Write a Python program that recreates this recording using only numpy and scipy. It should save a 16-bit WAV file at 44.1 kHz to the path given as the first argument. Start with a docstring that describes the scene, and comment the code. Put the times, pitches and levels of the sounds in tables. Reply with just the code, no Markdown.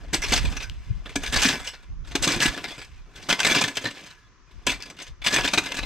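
"""A steel shovel is pushed and dragged through stony soil and broken brick beside a timber house.
Stones crunch and slide in bursts of grains that ring briefly themselves and shake the blade;
the soil thuds below, and the house wall returns a short blur.
Gusts buffet the two microphone ports, and a faint garden hiss lies under everything."""
import sys
import numpy as np
from scipy import signal
from scipy.fft import rfft, irfft, next_fast_len
from scipy.io import wavfile

SR = 44100
rng = np.random.default_rng(int(sys.argv[2]) if len(sys.argv) > 2 else 0)


def wav_out(sig):
    """Save sig, one row per channel (or a flat mono array), as 16-bit PCM at SR to the path in sys.argv[1]."""
    wavfile.write(sys.argv[1], SR, np.round(np.clip(np.atleast_2d(sig).T, -1, 1) * 32767).astype(np.int16))


N = 257984

# Resonances of blade and shaft. Each row: pitch in Hz, width in Hz, relative level in dB.
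BLADE_MODES = [(275, 40, 3), (380, 50, -6), (710, 70, -8), (979, 48, -8), (1518, 70, -5), (1684, 50, -1),
               (2079, 50, -3), (2297, 50, -5), (2450, 60, -5), (2640, 60, -2), (3425, 70, -4),
               (4960, 120, -8), (6190, 90, 1), (7790, 90, -5)]
THUD_RISE_S = 0.0047


def amp(db):
    """Decibels to gain."""
    return 10 ** (np.asarray(db) / 20)


def rms_one(x):
    """Scale to rms 1."""
    return x / np.sqrt(np.mean(x ** 2) + 1e-20)


def in_time(rows):
    """Draw each column of a timed curve as an envelope, one value per sample."""
    times, *columns = np.transpose(rows)
    return [np.interp(np.arange(N) / SR, times, column) for column in columns]


def at_hz(points, hz):
    """Read a spectrum on a log-frequency axis."""
    pitches, values = np.transpose(points)
    return np.interp(np.log(hz), np.log(np.maximum(pitches, 1)), values)


def drift(rate_hz):
    """Slow random modulation of rms 1: coarse noise twice through a one-pole low-pass."""
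    r = np.exp(-32 * np.pi * rate_hz / SR)
    slow = signal.lfilter([1], [1, -2 * r, r * r], rng.standard_normal(N // 16 + 2002))[2000:]
    return np.interp(np.arange(N) / 16, np.arange(len(slow)), rms_one(slow))


def resonate(x, hz, width_hz):
    """Two-pole resonance with gain 1 at its peak."""
    r = np.exp(-np.pi * width_hz / SR)
    feedback = [1, -2 * r * np.cos(2 * np.pi * hz / SR), r * r]
    return signal.lfilter([(1 - r * r) / 2, 0, (r * r - 1) / 2], feedback, x)


def band(x, low_hz, high_hz):
    """Butterworth band-pass."""
    return signal.sosfilt(signal.butter(2, [low_hz, high_hz], "band", fs=SR, output="sos"), x)


def spread(mid, side, likeness, colour):
    """Left and right share the mid signal and differ by the side signal, frequency by frequency."""
    size = next_fast_len(N)
    hz = np.maximum(np.arange(size // 2 + 1) * SR / size, 1)
    alike = np.clip(at_hz(likeness, hz), 0, 1)
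    both = np.sqrt(1 + alike) * rfft(mid, size) + np.sqrt(1 - alike) * rfft(side, size) * [[1], [-1]]
    return irfft(both * amp(at_hz(colour, hz)) / np.sqrt(2), size)[:, :N]


def garden(level_db=-60.5):
    """Distant leaves and traffic: a smooth bed of hiss that swells slightly."""
    # Tone of the hiss. Each row: frequency in Hz, relative level in dB.
    colour = [(59, -36), (100, 16), (194, 0.5), (312, -11), (346, 10.5), (368, 3), (523, -17), (630, -36),
              (1010, 5.5), (3810, -9.5), (6250, -5.5), (9650, -42), (14000, -58)]
    # Its stereo image. Each row: frequency in Hz, left-right likeness from 0 to 1.
    likeness = [(60, 1), (180, 1), (550, 0.81), (1650, 0.67), (4970, 0.089), (15000, 0.24)]
    hiss = spread(*rng.standard_normal((2, N)), likeness, colour)
    return amp(level_db + 0.33 * drift(0.87)) * rms_one(hiss)


def wind(lumps_db=0.5, wander_db=5, flutter_db=-9.5, flutter_growth=.2):
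    """Each port catches its own lumpy rumble, with a brighter flutter on top in strong gusts."""
    # The breeze between gusts. Each row: time in seconds, level in dB.
    breeze = [(0.0, -40), (0.55, -34), (0.67, -43), (1.37, -43.5), (1.71, -48), (1.87, -54), (2.07, -43),
              (3.11, -59), (3.4, -55.5), (4.02, -58.5), (4.77, -55.5), (5.1, -59), (5.3, -49), (5.85, -52)]
    # Buffets. Each row: start in seconds, level in dB, left over right in dB, rise in seconds.
    gusts = [(0.06, -43, -2, 0.026), (0.181, -36.5, 12, 0.018), (0.275, -28, 5, 0.038),
             (0.34, -29, -8, 0.056), (0.421, -29, -8, 0.049), (0.673, -34.5, 5, 0.032),
             (0.766, -42, 9, 0.024), (0.878, -27, 2, 0.029), (0.943, -38, 15, 0.037),
             (1.17, -38, 4.0, 0.04), (1.278, -35.5, 11, 0.019), (1.353, -25, -4, 0.029),
             (1.582, -47, -2.5, 0.035), (1.883, -33.5, 2, 0.033), (1.964, -33.5, -3, 0.036),
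             (2.079, -39, 8.5, 0.034), (2.193, -32, 5, 0.024), (2.343, -32, 0.5, 0.018),
             (2.466, -31, -10, 0.023), (2.859, -43.5, -3.5, 0.11), (3.155, -48, 0, 0.04),
             (3.293, -44, 2.5, 0.024), (3.437, -43, 4, 0.055), (4.541, -41.5, 7, 0.03),
             (4.671, -42, 2, 0.063), (5.08, -39, 4, 0.032), (5.187, -45.5, 16, 0.033),
             (5.376, -39, 7.5, 0.053), (5.573, -44, 13, 0.024), (5.788, -35.5, 7, 0.04)]
    out, t = np.zeros((2, N)), np.arange(N) / SR
    level_db, = in_time(breeze)
    sway_db = wander_db * drift(4)
    for port, side in enumerate([.5, -.5]):
        rumble = rms_one(band(rng.standard_normal(N), 24.3, 60.8))
        flutter = rms_one(band(rng.standard_normal(N), 106, 182))
        lumps = amp(lumps_db * drift(16.5))
        strength = amp(level_db + side * sway_db) * rms_one(lumps)
        for s, gust_db, pan_db, rise in gusts:
            at = slice(max(int((s - .2) * SR), 0), int((s + .4) * SR))
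            strength[at] += amp(gust_db + side * pan_db) * np.exp(-((t[at] - s) / rise - 1) ** 2)
        out[port] = strength * (rumble + amp(flutter_db) * strength ** flutter_growth * flutter)
    # one sharp puff hits the left port alone
    puff_s, puff_db, puff_hz, width_s = .9115, -13, 105, .008
    puff = np.exp(-((t - puff_s) / width_s) ** 2) * np.cos(2 * np.pi * puff_hz * (t - puff_s))
    out[0] += amp(puff_db) * puff
    return out


def yard(mid_side, t60=0.2, wet_db=-12, dull_hz=12000):
    """The wall and the hollow under the floor return a short blur; the camera body dulls the treble."""
    # The path from the pit, notched by the ground echo. Each row: frequency in Hz, gain in dB.
    path = [(100, 1.5), (270, 1.5), (480, -1.5), (740, -1), (860, -5.5), (970, -4.5), (1120, -4),
            (1200, -6), (1350, -6), (1550, -5.5), (6500, -2), (7000, -5), (7600, -2), (10000, -6.5),
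            (13000, 0)]
    # Stereo image of the shovel. Each row: frequency in Hz, left-right likeness from 0 to 1.
    likeness = [(100, .995), (500, .985), (1000, .96), (2000, .93), (4000, .8), (8000, .74), (14000, .6)]
    t = np.arange(int(.15 * SR)) / SR
    blur = rng.standard_normal((2, len(t))) * amp(-60 * t / t60)
    echoes = signal.fftconvolve(mid_side, blur / np.linalg.norm(blur[0]), axes=1)[:, :N]
    lowpass = signal.butter(2, dull_hz, fs=SR, output="sos")
    dulled = signal.sosfilt(lowpass, mid_side + amp(wet_db) * echoes)
    return spread(*dulled, likeness, path)


def thumps():
    """The blade meets solid ground: a low tone roughened by the soil, dying fast."""
    # Each row: start in seconds, level in dB, pitch in Hz, 60 dB decay time in seconds.
    hits = [(0.319, -17, 268, 0.081), (0.44, -27.5, 163, 0.116), (0.499, -33, 196, 0.1),
            (1.157, -20, 281, 0.11), (1.337, -22.5, 260, 0.1), (1.451, -18.5, 258.4, 0.16),
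            (1.489, -22.5, 277, 0.086), (2.27, -18.5, 315, 0.09), (2.359, -26.5, 349, 0.18),
            (2.454, -17, 147, 0.072), (3.561, -20, 286, 0.1), (4.67, -21.5, 124, 0.086),
            (5.36, -23.5, 317, 0.11), (5.572, -21, 314, 0.081)]
    out, t = np.zeros(N + SR), np.arange(SR // 4) / SR
    attack = np.minimum(t / THUD_RISE_S, 1)
    for s, level_db, hz, t60 in hits:
        soil = rms_one(band(rng.standard_normal(len(t)), 83, 330))
        body = np.sin(2 * np.pi * hz * t) + 0.66 * soil
        start = int(s * SR)
        out[start:start + len(t)] += amp(level_db - 60 * t / t60) * attack * body
    return out[:N]


def pebbles(cycles=5, boost_db=4):
    """Single pebbles tick once on the steel: a short ring with a bright snap."""
    # Each row: start in seconds, relative peak in dB, pitch in Hz.
    ticks = [(0.3374, -9, 1550), (0.5691, -19, 2600), (0.6978, -20, 2900), (1.0944, -28, 2290),
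             (1.4544, -5, 1680), (1.4894, -8, 1690), (1.5294, -16, 1780), (2.4049, -7, 2760),
             (2.4244, -7, 2000), (2.5775, -18, 1540), (2.6424, -14, 2110), (3.3278, -8, 3320),
             (3.4321, -9, 2530), (3.4496, -7, 2080), (3.5498, -7, 2630), (3.6406, -8, 3450),
             (3.7708, -13, 1620), (4.8244, -21, 4870), (4.9018, -26, 2200), (5.0844, -37, 3600),
             (5.2639, -8, 2840), (5.3383, -10, 1760), (5.3632, -3, 1780), (5.5762, -7, 2450),
             (5.7214, -13, 2800)]
    out, click = np.zeros(N), signal.unit_impulse(SR // 50)
    for s, peak_db, hz in ticks:
        tick = resonate(click, hz, hz / cycles) + 0.08 * band(click, hz, 5900)
        start = int(s * SR)
        out[start:start + len(tick)] += amp(peak_db + boost_db) * tick / tick.max()
    return out


def swell(s, t60, fade_curve=1.215):
    """Span and envelope of a crunch: a rounded attack centred on s, then an ever faster fade."""
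    rise_s = 0.0036 + 0.055 * t60   # longer crunches swell more slowly
    start = int((s - rise_s / 2) * SR)
    t = np.arange(min(SR // 6, N - start)) / SR
    attack = np.sin(np.pi / 2 * np.minimum(t / rise_s, 1)) ** 2
    fade = amp(-60 * (np.maximum(t - rise_s, 0) / t60) ** fade_curve)
    return slice(start, start + len(t)), attack * fade


def grains(per_s, spread_db):
    """Clumps of uneven clicks; mid and side take their own signs, as each grain lies elsewhere."""
    sizes = amp(spread_db * np.minimum(rng.exponential(1, N), 3))
    signs = rng.choice([-1, 1], (2, N))
    struck = rng.random(N) < per_s * amp(4.0 * drift(60)) / SR
    return rms_one(sizes * signs * struck + 1e-18)


def contact(crunches):
    """Envelopes of the contact in the thud, grit and treble ranges: the slide plus a swell per crunch."""
    # Pressure of the sliding blade, one curve per stroke.
    # Each row: time in seconds, grit level in dB, soil drag level in dB.
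    strokes = [
        [(0.0, -55.5, -56), (0.174, -50, -55), (0.308, -27.5, -44.5), (0.428, -36.5, -54), (0.526, -41.5, -49),
         (0.65, -50, -60), (0.81, -53.5, -69), (1.0, -54.5, -69)],
        [(1.02, -58, -63), (1.13, -51, -63), (1.298, -39, -54), (1.386, -27.5, -45), (1.45, -20, -41),
         (1.602, -38, -50), (1.726, -48.5, -69), (1.95, -66.5, -68)],
        [(1.97, -76, -80.5), (2.14, -49, -54), (2.314, -25.5, -37.5), (2.372, -29.5, -41), (2.652, -44, -49.5),
         (2.724, -39.5, -59), (2.832, -52, -70), (3.05, -61, -74)],
        [(3.07, -63.5, -59.5), (3.208, -45.5, -56.5), (3.488, -30, -39), (3.718, -43, -53),
         (3.876, -50.5, -57.5), (4.004, -41.5, -55.5), (4.168, -55, -72), (4.45, -80.5, -72)],
        [(4.47, -65, -73.5), (4.7, -56, -60), (4.76, -48, -53), (4.836, -60, -61), (4.888, -49, -54),
         (5.002, -63, -64), (5.068, -52, -71), (5.17, -66.5, -72)],
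        [(5.19, -69, -71), (5.278, -50, -60.5), (5.316, -28.5, -48), (5.398, -30, -42), (5.428, -44, -41),
         (5.468, -34.5, -47), (5.722, -39.5, -50), (5.85, -45, -53)],
    ]
    grit_db, drag_db = in_time(np.concatenate(strokes))
    brightness_db = 3.5 + 0.34 * grit_db   # harder pressure is brighter
    out = amp([drag_db, grit_db, grit_db + brightness_db])
    for s, peak_db, thud_db, treble_db, *_, t60 in crunches:
        at, envelope = swell(s, t60)
        rms_db = peak_db - 9.5
        out[:, at] += amp(rms_db + np.array([[thud_db], [0], [treble_db]])) * envelope
    return out


def stones(crunches, cycles=20, clack_db=(-9.5, -12.5), knock_db=-6, knock_t60=0.078):
    """The larger stones of each crunch clack at a low and a high pitch and knock the shaft."""
    out, rubbing = np.zeros((2, N)), grains(1200, spread_db=4.0)
    knock_pitches = BLADE_MODES[0][0] * rng.uniform(0.885, 1.24, len(crunches))
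    for (s, peak_db, thud_db, _, *pitches, t60), knock_hz in zip(crunches, knock_pitches):
        at, envelope = swell(s, t60)
        for hz, level_db in zip(pitches, clack_db):
            makeup = np.sqrt(SR * cycles / hz / np.pi)
            clack = makeup * resonate(rubbing[:, at] * envelope, hz, hz / cycles)
            out[:, at] += amp(peak_db + level_db) * resonate(clack, hz, hz / 3)
        t = np.arange(len(envelope)) / SR
        knock_shape = np.minimum(t / THUD_RISE_S, 1) * amp(-60 * t / knock_t60)
        out[:, at] += amp(peak_db + thud_db + knock_db) * knock_shape * np.sin(2 * np.pi * knock_hz * t)
    return out


def blade(strengths, gain_db=-10.5):
    """Grains drive the modes of the held blade, which favours other ones from moment to moment."""
    # The freed blade rings on.
    # Each row: start in seconds, pitch in Hz, level in dB, 60 dB decay time in seconds.
    rings = [(1.76, 1418, -54, .6), (4.99, 3600, -46, .2)]
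    out, rubbing = np.zeros((2, N)), grains(5000, spread_db=2.0)
    for hz, width_hz, level_db in BLADE_MODES:
        strength = strengths[np.searchsorted([800, 5500], hz)]   # thud, grit or treble range
        push = rubbing * strength * amp(4.5 * drift(12))
        makeup = np.sqrt(SR / width_hz / np.pi)
        out += amp(level_db + gain_db) * makeup * resonate(push, hz, width_hz)
    for s, hz, level_db, t60 in rings:
        t = np.arange(N - int(s * SR)) / SR
        envelope = np.minimum(200 * t, 1) * amp(level_db - 60 * t / t60)
        out[:, int(s * SR):] += envelope * np.sin(2 * np.pi * hz * t)
    return out


def grit(strengths, cycles=3.76, bands=24, gain_db=-9.0, flicker_db=4.67):
    """Each grain rings for a few cycles at the three pitches of its own stone."""
    # Tone of the grit. Each row: frequency in Hz, relative level in dB.
    colour = [(65, -36), (110, -2.5), (222, -7), (268, -2), (469, -7.5), (739, -8), (854, -14), (967, -2.5),
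              (1070, -13), (1730, -5), (2670, -5), (2960, -6), (7670, -5), (12100, -39), (15500, -70)]
    kinds = bands // 3
    clicks, kind = grains(7000, spread_db=4.5), rng.integers(0, kinds, N)
    centres = np.log([300, 2500, 8000])   # of the thud, grit and treble ranges
    out = 0
    for k, hz in enumerate(np.geomspace(120, 14500, bands)):
        shares = [np.interp(np.log(hz), centres, row) for row in np.eye(3)]
        strength = np.exp(np.dot(shares, np.log(strengths)))   # crossfade between the ranges
        colour_db = at_hz(colour, hz) - at_hz(colour, np.exp(np.dot(shares, centres)))
        ring = resonate(clicks * (kind == k % kinds), hz, hz / cycles)
        stone = rms_one(resonate(ring, hz, hz))
        level_db = gain_db + colour_db + flicker_db * np.minimum(drift(36), 1.5)
        out += amp(level_db) * strength * stone
    return out


def shovel():
    """Mid and side signal of everything the shovel stirs as it scrapes through the ground."""
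    # Stones crushed or struck. Each row: time in seconds, relative peak in dB, thud and treble
    # offsets in dB, low and high stone pitch in Hz, 60 dB decay time in seconds.
    crunches = [(0.132, -17.5, -6.5, 5.5, 2130, 6300, 0.079), (0.141, -13.5, -14, -0.5, 2760, 5090, 0.078),
                (0.22, -12.5, -35, -6, 2150, 5850, 0.065), (0.237, -12, -21, -11, 2750, 5540, 0.047),
                (0.322, -10.5, -10, -6, 2830, 4500, 0.054), (0.333, -8.5, -17, -5.5, 1550, 6350, 0.06),
                (0.361, -17, -17, 2, 2640, 5130, 0.067), (0.378, -19.5, -25, -10, 2720, 6000, 0.052),
                (0.452, -19, -23, -8, 2470, 3370, 0.039), (0.477, -36, -3, -21, 1660, 3480, 0.041),
                (0.522, -31.5, -20, -13, 1670, 3070, 0.12), (0.567, -22.5, -35, -6, 2500, 5870, 0.063),
                (0.603, -24, -23, -13, 2550, 3530, 0.055), (0.624, -20.5, -44, -7, 2430, 5970, 0.073),
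                (1.057, -30.5, -10, -22, 1340, 3510, 0.099), (1.093, -35, -10, -8, 2290, 3370, 0.077),
                (1.157, -12, -16, -2, 2320, 3420, 0.038), (1.22, -34, -15, -9, 1430, 4900, 0.072),
                (1.233, -21, -13.5, -10, 1735, 3540, 0.089), (1.261, -23, -26, -2.5, 2360, 3530, 0.051),
                (1.275, -24.5, -18, 1, 1710, 3520, 0.038), (1.325, -11.5, -18, -5.5, 1630, 3500, 0.063),
                (1.34, -12.5, -32, -8, 1760, 3870, 0.04), (1.361, -11.5, -13.5, -7, 2270, 4560, 0.073),
                (1.384, -17.5, -23, -18, 2200, 3580, 0.051), (1.421, -12.5, -34, -3, 1750, 4760, 0.11),
                (1.447, -17.5, -18, -8, 1700, 3340, 0.12), (1.487, -9.5, -14.5, -10, 1710, 5000, 0.049),
                (1.531, -23.5, -4, -34, 1820, 5450, 0.082), (1.645, -28, -42, -5, 2360, 6200, 0.11),
                (1.672, -19, -35, -8, 2890, 5400, 0.087), (1.733, -31.5, -21.5, -25, 1465, 4230, 0.071),
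                (1.827, -45, -18, -10, 1370, 3610, 0.045), (2.048, -41.5, -17.5, -8, 1410, 3580, 0.077),
                (2.073, -40.5, -13, -4, 1610, 5040, 0.14), (2.112, -32, -16, -6, 1960, 3930, 0.065),
                (2.153, -8, -8, -2, 2390, 3450, 0.039), (2.224, -17, -32, 6, 2940, 3500, 0.075),
                (2.233, -10.5, -21, -3, 2750, 5160, 0.077), (2.276, -10, -26, -2, 1560, 3430, 0.082),
                (2.318, -17.5, -23.5, -14, 2520, 5150, 0.057), (2.403, -14, -15, -3, 2730, 2950, 0.063),
                (2.414, -11.5, -18, -8, 1805, 3800, 0.065), (2.427, -8.5, -19, -2, 2000, 5630, 0.092),
                (2.458, -9, -23, -2, 2780, 3930, 0.051), (2.479, -15, -36, -8, 2030, 3500, 0.055),
                (2.543, -21, -35, -19, 1740, 3500, 0.03), (2.576, -21, -11, -37, 1510, 3900, 0.039),
                (2.64, -19.5, -21, -29, 2150, 3740, 0.075), (2.679, -27.5, -9, -6, 1880, 4500, 0.082),
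                (2.708, -31.5, -16, -17, 2600, 3430, 0.029), (2.78, -31, -4.5, -7, 2520, 4870, 0.079),
                (2.816, -29, -23, -5, 2130, 3100, 0.092), (3.157, -36.5, -34.5, -7, 1700, 2980, 0.072),
                (3.222, -34.5, -19, -7, 1810, 3540, 0.079), (3.289, -7, -13.5, -7.5, 1440, 2930, 0.052),
                (3.302, -7.5, -16, -14.5, 2540, 3040, 0.068), (3.326, -10.5, -11.5, -8, 1970, 3320, 0.041),
                (3.391, -12, -21, -9, 2000, 3290, 0.044), (3.401, -10, -25, -6.5, 1560, 3140, 0.035),
                (3.432, -16.5, -20, -17, 2440, 4000, 0.06), (3.448, -6.5, -14, -6, 2130, 3760, 0.039),
                (3.467, -9.5, -13, -7, 1780, 5030, 0.058), (3.497, -15.5, -18, -16, 1660, 4200, 0.11),
                (3.513, -9, -22, -14, 2090, 5940, 0.092), (3.548, -9.5, -28, -15, 2620, 4880, 0.076),
                (3.559, -11.5, -20, -17, 2360, 3380, 0.082), (3.583, -10, -24, -14, 2570, 3500, 0.054),
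                (3.612, -10, -11, 2, 2380, 3340, 0.055), (3.639, -11.5, -11.5, -5, 1790, 3450, 0.057),
                (3.679, -18, -14.5, 0, 1720, 3470, 0.045), (3.707, -35, -19, -8, 1740, 4400, 0.087),
                (3.753, -26, -38, -1, 2430, 3160, 0.046), (3.77, -15, -18.5, -7, 1620, 3070, 0.057),
                (3.814, -28.5, -14, -3, 1730, 3250, 0.094), (3.842, -21, -11.5, -14, 1810, 3900, 0.065),
                (3.855, -14, -12, -15, 1790, 4040, 0.089), (3.908, -33, -21, -1, 2250, 3850, 0.045),
                (3.975, -38.5, -10.5, -4, 2710, 3100, 0.065), (4.039, -35.5, -13, -5, 2460, 3040, 0.065),
                (4.063, -34, -25, -8, 2470, 3940, 0.041), (4.103, -40, -33.5, -3, 1520, 3950, 0.081),
                (4.51, -46, -6, -20, 1590, 3800, 0.063), (4.668, -8.5, -17.5, -2.5, 2600, 3160, 0.065),
                (4.692, -14.5, -20, -7, 2680, 3400, 0.084), (4.715, -19, -21, -4, 2090, 3600, 0.063),
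                (4.734, -27.5, -22, -15, 2360, 4220, 0.082), (4.804, -28.5, -30, -17, 2280, 5060, 0.06),
                (4.822, -26, -38, -9, 2560, 4870, 0.06), (4.857, -32.5, -9, -4, 2360, 4880, 0.068),
                (4.9, -33.5, -12, 5.5, 2200, 5840, 0.037), (4.968, -38.5, -23, -1, 2850, 3170, 0.065),
                (4.988, -29.5, -21, -14, 2880, 3540, 0.06), (5, -29, -16.5, -8, 2230, 3440, 0.1),
                (5.021, -28, -35, -1, 2890, 6100, 0.073), (5.066, -34.5, -22, -2, 2120, 3500, 0.065),
                (5.218, -27, -23, -15, 2240, 3430, 0.058), (5.243, -15, -42, -2, 2060, 3500, 0.095),
                (5.264, -8.5, -16, -4, 2840, 3440, 0.061), (5.277, -17.5, -25, -8, 1890, 3400, 0.048),
                (5.326, -17, -9.5, -6, 1720, 3810, 0.059), (5.34, -11, -16, -8, 1790, 3400, 0.076),
                (5.362, -9.5, -17, -13, 1850, 3400, 0.049), (5.383, -15, -12, -11, 2640, 3440, 0.055),
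                (5.409, -18, -20, -13, 2820, 3390, 0.056), (5.434, -15.5, -19, -10, 2700, 3120, 0.093),
                (5.447, -12, -18, -13, 2210, 3210, 0.059), (5.475, -13, -18, -2.5, 2510, 3640, 0.039),
                (5.535, -10, -8.5, -1, 2500, 3800, 0.047), (5.577, -4, -13.5, -4.5, 2454, 3860, 0.041),
                (5.583, -17.5, -24, -8, 2540, 3840, 0.028), (5.637, -23, -34, -4, 2600, 3880, 0.065),
                (5.658, -18, -19, -15, 1590, 3800, 0.075), (5.719, -14.5, -31, -22, 2660, 3450, 0.024),
                (5.742, -23, -13, -6, 2420, 3700, 0.06), (5.767, -17.5, -23, -3, 2530, 4100, 0.061),
                (5.787, -18, -19, -19, 2520, 3900, 0.049), (5.83, -20, -15, -17, 2610, 3940, 0.046)]
    strengths = contact(crunches)
    return grit(strengths) + blade(strengths) + stones(crunches) + pebbles() + thumps()


def scene():
    """The shovel in the yard, over wind and garden hiss."""
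    return yard(shovel()) + wind() + garden()


def record(dry, left_lag_s=1.8e-5, ceiling=.8, cutoff_hz=15900):
    """The camera body shades the ports unequally and the left lags; peaks are rounded, the top is cut."""
    # Shadow of the camera body. Each row: frequency in Hz, left over right in dB.
    shadow = [(60, -1.4), (300, -.2), (700, -.2), (1400, .8), (2800, 1.5), (4500, 1.5), (7000, -2),
              (10000, -8), (15000, -11)]
    size = next_fast_len(N)
    hz = np.arange(size // 2 + 1) * SR / size
    balance = amp(at_hz(shadow, np.maximum(hz, 1)) * [[.5], [-.5]])
    lag = np.exp(-2j * np.pi * hz * [[left_lag_s], [0]])
    heard = irfft(rfft(dry, size) * balance * lag, size)[:, :N]
    rounded = ceiling * np.tanh(heard / ceiling)
    return signal.sosfilt(signal.cheby2(16, 70, cutoff_hz, fs=SR, output="sos"), rounded)


dry = scene()
out = record(dry)
wav_out(out)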